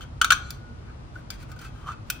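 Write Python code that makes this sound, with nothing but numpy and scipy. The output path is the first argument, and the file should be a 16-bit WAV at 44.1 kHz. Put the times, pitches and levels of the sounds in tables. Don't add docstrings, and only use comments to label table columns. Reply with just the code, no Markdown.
import sys
import numpy as np
from scipy import signal
from scipy.fft import rfft, irfft, next_fast_len
from scipy.io import wavfile

SR = 44100
rng = np.random.default_rng(int(sys.argv[2]) if len(sys.argv) > 2 else 0)


def magnitude_from_level(level_db):
    exponent = np.asarray(level_db, float) / 20
    return 10 ** exponent


def wav_record(signal):
    frames = np.transpose(np.atleast_2d(signal))
    bounded = np.clip(frames, -1, 1)
    quanta = np.round(bounded * 32767).astype(np.int16)
    wavfile.write(sys.argv[1], SR, quanta)


N = 97020

# frequency in Hz, likeness -1 to 1.
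CONTACT_ALIKE = [(1400, 0.69), (2200, 1), (5000, 0.69), (8500, 0.11), (10500, 0.29), (13000, 0.32)]
CLINK_SCATTER_DB, CLINK_BLUR_HZ = 2.5, 20
PORTS = np.array([[0.5], [-0.5]])


def unit(x):
    return x / np.sqrt(np.mean(x ** 2) + 1e-20)


def along(points, hz):
    f, v = np.transpose(points)
    return np.interp(np.log(hz + 1), np.log(f + 1), v)


def filtered(x, response):
    m = next_fast_len(N + SR)
    return irfft(rfft(x, m) * response(np.fft.rfftfreq(m, 1 / SR)), m)[..., :N]


def pair_noise(source, spectrum, alike, favour_hz=1):
    lift_top_db, lift_width = 13, 0.12

    def mid_side_gains(hz):
        turn = np.arccos(np.clip(along(alike, hz), -1, 1)) / 2
        lift_db = lift_top_db * np.exp(-(np.log((hz + 1) / favour_hz) / lift_width) ** 2)
        return magnitude_from_level(along(spectrum, hz) + lift_db) * [np.cos(turn), np.sin(turn)]

    mid, side = filtered(source, mid_side_gains)
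    return unit(np.array([mid + side, mid - side]))


def blows():
    # start in seconds, knock level in dB, knock pitch in Hz,
    # knock length in seconds, support ring in relative dB, favoured mode in Hz, crack in relative dB.
    snap_rows = [(0.2143, -6, 1422, 0.0074, -20, 3023, -25),
                 (0.2441, -11.5, 1380, 0.0064, -23.5, 3740, -26),
                 (0.3044, -5.5, 1421, 0.0085, -15.5, 2943, -23.5),
                 (.3198, -9.5, 1358, 0.00368, -19.5, 3730, -22.5),
                 (.3234, -7, 1496, .0045, -24.5, 4090, -35.5), (.3290, -16, 1494, 0.008, -28, 5950, -50)]
    clink_rows = [(.008, -35.5, 1363, 0.0036, -51, 3140, -58), (.018, -60, 1450, 0.0068, -45, 3100, -67),
                  (0.5043, -42, 1450, .006, -40, 4650, -37.5), (1.155, -34.5, 1462, 0.014, -57, 1900, -84),
                  (1.303, -33, 1410, .005, -36, 4900, -41), (1.427, -46, 1450, 0.012, -55, 4320, -57.5),
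                  (1.516, -42, 1450, 0.0056, -49, 5040, -55), (1.562, -43.5, 1497, 0.015, -58.5, 2500, -67),
                  (1.590, -41, 1450, 0.0096, -49.5, 4900, -59),
                  (1.614, -40.5, 1386, 0.011, -55, 3210, -54.5), (1.647, -41, 1450, .008, -50, 2590, -58),
                  (1.918, -39, 1474, 0.0068, -49, 2550, -73), (2.1, -33, 1463, 0.013, -30, 2512, -26.5)]
    # frequency in Hz, relative level in dB per Hz.
    crack_colour = [(410, -70), (700, -44), (1460, -17.5), (2060, -27.5), (4110, -29.5), (5150, -26.5),
                    (6050, -24.5), (10300, -30), (13300, -27.5), (15600, -30.5), (16800, -63)]
    # frequency in Hz, relative level in dB per Hz.
    tick_colour = [(590, -52), (1000, -18), (1440, -1), (1780, -10), (2480, -14.5), (6240, -6.5),
                   (10000, -9), (11300, -5), (13000, -10), (15000, 1), (16800, -34)]
    snaps = sum(blow(*row, scatter_db=2, blur_hz=50, contact=crack_colour) for row in snap_rows)
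    clinks = sum(blow(*row, CLINK_SCATTER_DB, CLINK_BLUR_HZ, tick_colour) for row in clink_rows)
    return snaps + clinks


def blow(s, knock_db, knock_hz, knock_s, support_db, favour_hz, crack_db, scatter_db, blur_hz, contact):
    lateness = 1.15
    knock_balance_db, knock_lead = 1.5, 0.3
    tray_ring_db, crack_lift_db = -17.5, 11.5
    crack_rise_s, crack_t60_s, rattle_t60_s, rattle_db = 0.00097, 0.025, 0.028, -10.5
    t = np.arange(SR // 2) / SR

    swell = np.sin(np.pi * np.clip(t / knock_s, 0, 1) ** lateness)
    knock = swell * magnitude_from_level(PORTS * knock_balance_db) * np.sin(2 * np.pi * knock_hz * t + PORTS * knock_lead)
    tray = knock + magnitude_from_level(tray_ring_db) * tray_ring(scatter_db)
    support = support_ring(blur_hz, scatter_db, favour_hz)

    fade = magnitude_from_level(-60 * t / crack_t60_s) + magnitude_from_level(rattle_db) * magnitude_from_level(-60 * t / rattle_t60_s)
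    noise = pair_noise(rng.standard_normal((2, N)), contact, CONTACT_ALIKE, favour_hz)[:, :len(t)]
    crack = (1 - np.exp(-t / crack_rise_s)) ** 2 * fade * noise

    out = np.zeros((2, N + SR))
    start = round(s * SR)
    out[:, start:start + len(t)] = (magnitude_from_level(knock_db) * tray + magnitude_from_level(support_db) * support
                                    + magnitude_from_level(crack_db + crack_lift_db) * crack)
    return out[:, :N]


def tray_ring(scatter_db):
    # frequency in Hz, relative level in dB, t60 in seconds,
    # left over right in dB, radians by which left leads.
    tray_modes = [(1114, -13, 0.21, -6.5, 0.21), (1235.5, -4.5, 0.14, 10.5, 0.2),
                  (1334, 5.5, 0.05, -3, 0.1), (1380, -5, 0.063, -6, .3), (1477.6, 4.5, 0.086, 2.5, 0.34),
                  (1556, 3, 0.1, 5.5, .5), (1450, -20.5, 1.3, 1.5, 1), (1753, -11, 0.087, 6, 0.0023),
                  (1050, -14, 0.11, 0, 0.085)]
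    return ring(tray_modes, rise_s=0.0015, blur_hz=3, scatter_db=scatter_db)


def support_ring(blur_hz, scatter_db, favour_hz):
    # frequency in Hz, relative level in dB, t60 in seconds,
    # left over right in dB, radians by which left leads.
    support_modes = [(2314, -3.5, 0.07, 2.5, 4), (2512, -20.5, 0.23, 9, 4), (2590, -17.5, 0.2, -3, 5.5),
                     (3039, -10, .06, 1.5, 1), (3128, -8, 0.065, 6, 1.87), (3265, -15.5, 0.19, 9.5, 1.5),
                     (3544, -3, 0.037, 7, 1.03), (3890, -34.5, .3, -2, -9.5), (4054, -5, 0.025, -4, -.3),
                     (4400, -13, 0.083, 15, -5.5), (4900, -12, 0.041, 11.5, 4), (5950, -6, 0.041, 4, 0.56),
                     (6310, -9.5, 0.082, 8, -3.5), (7340, -12, 0.042, 1, 0.6), (8500, -16, 0.064, -8, -1.7),
                     (11900, -29, 0.045, -7, .1)]
    return ring(support_modes, 0.0003, blur_hz, scatter_db, favour_hz)


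def ring(modes, rise_s, blur_hz, scatter_db, favour_hz=1):
    favour_db, favour_width = 15, 0.035
    t = np.arange(SR // 2) / SR
    hz, db, t60, balance_db, lead = np.transpose(modes)[:, :, None]
    favour = favour_db * np.exp(-(np.log(hz / favour_hz) / favour_width) ** 2)
    db = db + scatter_db * rng.standard_normal(db.shape) + favour
    fading = magnitude_from_level(db - 60 * t / t60)
    drift_step = np.sqrt(2 * np.pi * blur_hz / SR)
    phase = 2 * np.pi * hz * t + drift_step * np.cumsum(rng.standard_normal(fading.shape), axis=1)
    ports = [np.sum(fading * magnitude_from_level(k * balance_db) * np.sin(phase + k * lead), axis=0) for k in PORTS[:, 0]]
    return (1 - np.exp(-t / rise_s)) * np.array(ports)


def slips(per_s, spread_db):
    happens = rng.random(N) < per_s / SR
    size = magnitude_from_level(spread_db * np.minimum(rng.exponential(size=N), 2))
    return unit(happens * rng.choice([-1, 1], size=N) * size)


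def rung(slip, ringing):
    return signal.fftconvolve(slip[None], ringing / np.linalg.norm(ringing[0]), axes=1)[:, :N]


def scrape():
    # frequency in Hz, relative level in dB per Hz.
    rasp_colour = [(1180, -9), (2000, -1.5), (2750, -6.5), (3140, -20), (3780, -10.5), (11500, -17.5),
                   (13000, -30), (15100, -15), (16100, -28), (16500, -60.5)]
    # start in seconds, length in seconds, tray in relative dB,
    # support in relative dB, favoured mode in Hz, rasp in dB.
    stroke_rows = [(0, 0.057, -46, -51, 3150, -52.5), (0.333, 0.29, -53.5, -51, 3900, -67),
                   (0.833, 0.11, -53, -62, 2320, -85), (1.106, .14, -54, -68, 3550, -62.5),
                   (1.295, 0.086, -55.5, -55.5, 3330, -52.5), (1.366, 0.1, -62, -54, 2520, -54),
                   (1.46, 0.1, -49, -75, 2500, -57), (1.554, 0.17, -48, -59.5, 4900, -52.5),
                   (1.6, 0.036, -64, -50.5, 3160, -67), (1.632, 0.059, -56, -53.5, 2590, -65),
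                   (1.68, 0.24, -56, -60.5, 3200, -63), (1.847, 0.077, -54, -47, 3055, -54.5),
                   (1.892, 0.057, -49, -52, 2550, -55.5), (2.028, .2, -54, -53, 3250, -56.5)]
    grit = np.array([slips(per_s=3000, spread_db=3) for _ in range(2)])
    rasp = pair_noise(grit, rasp_colour, CONTACT_ALIKE)
    out = np.zeros((2, N))
    for s, length, tray_db, support_db, favour_hz, rasp_db in stroke_rows:
        swell = np.sin(np.pi * np.clip((np.arange(N) / SR - s) / length, 0, 1)) ** 2
        tray = rung(grit[0] * swell, tray_ring(CLINK_SCATTER_DB))
        support = rung(grit[1] * swell, support_ring(CLINK_BLUR_HZ, CLINK_SCATTER_DB, favour_hz))
        out += magnitude_from_level(tray_db) * tray + magnitude_from_level(support_db) * support + magnitude_from_level(rasp_db) * swell * rasp
    return out


def groan():
    # time in seconds, level in dB, pitch in Hz.
    groan_path = [(1.74, -45, 1238), (1.77, -58, 1250), (1.788, -56, 1250), (1.848, -53.5, 1160),
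                  (1.886, -33.5, 1216), (1.944, -50.5, 1339), (1.97, -62, 1270)]
    width_hz, fade_s = 330, 0.025
    t = np.arange(N) / SR
    s, db, hz = np.transpose(groan_path)
    level_db, pitch_hz = np.interp(t, s, db), np.interp(t, s, hz)
    kicks = np.array([slips(per_s=1200, spread_db=1.5) for _ in range(2)])
    a, b = unit(filtered(kicks, lambda f: 1 / (1 + 2j * f / width_hz) ** 2))
    turn = 2 * np.pi * np.cumsum(pitch_hz) / SR
    fade = np.clip(np.minimum(t - s[0], s[-1] - t) / fade_s, 0, 1)
    return fade * magnitude_from_level(level_db) * (a * np.cos(turn) + b * np.sin(turn))


def room(x):
    # frequency in Hz, t60 in seconds.
    decay_times = [(500, 0.97), (1500, 0.29), (4000, 0.32), (10000, 0.19)]
    hz, t, z = signal.stft(rng.standard_normal((2, SR // 2)), SR, nperseg=256)
    fading = magnitude_from_level(-60 * t / along(decay_times, hz)[:, None])
    tail = signal.istft(z * fading, SR, nperseg=256)[1]
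    late = np.pad(x, ((0, 0), (200, 0)))
    return signal.fftconvolve(late, tail / np.linalg.norm(tail[0]), axes=1)[:, :N]


def hum():
    # frequency in Hz, relative level in dB per Hz.
    hum_colour = [(12, -39), (20, -15.5), (48, -3), (137, -6.5), (180, -17), (236, -15), (277, -21.5),
                  (317, -16.5), (363, -23.5), (913, -25), (1260, -26.5), (1570, -31.5), (1850, -35),
                  (5040, -43), (13000, -59)]
    # frequency in Hz, likeness -1 to 1.
    hum_alike = [(60, 0.92), (150, 0.87), (380, 0.27), (950, -0.42), (2380, -0.057), (5980, -0.4),
                 (15000, -0.5)]
    # frequency in Hz, left over right in dB.
    hum_balance = [(60, -2.5), (180, 3.5), (550, 2.5), (1650, 1.5), (4970, 4.5), (15000, 2.5)]
    # frequency in Hz, width in Hz, level in dB.
    motor_tones = [(59, 11, -50.5), (125.5, 9, -52.5), (239, 8, -60.5)]
    top_hz = 12140
    pair = pair_noise(rng.standard_normal((2, N)), hum_colour, hum_alike)
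    pair = filtered(pair, lambda f: magnitude_from_level(along(hum_balance, f) * PORTS) / (1 + (f / top_hz) ** 20))
    tones = np.zeros(N)
    for hz, width, db in motor_tones:
        tone = filtered(rng.standard_normal(N), lambda f: 1 / (1 + ((f - hz) / width) ** 2))
        tones += magnitude_from_level(db) * unit(tone)
    return magnitude_from_level(-41) * pair + tones


def scene():
    stove = blows() + scrape() + groan()
    return stove + magnitude_from_level(-13.5) * room(stove) + hum()


def low_pass(x):
    return signal.sosfilt(signal.butter(12, 17000, fs=SR, output="sos"), x)


def record(dry):
    dip_hz, dip_width_hz, dip_db = 13100, 1150, -14
    low_cut_hz = 29.7
    dipped = filtered(dry, lambda hz: magnitude_from_level(dip_db * np.exp(-((hz - dip_hz) / dip_width_hz) ** 4)))
    mix = filtered(dipped, lambda hz: 1 - 1 / (1 + (hz / low_cut_hz) ** 10))
    return low_pass(mix)


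dry = scene()
out = record(dry)
wav_record(out)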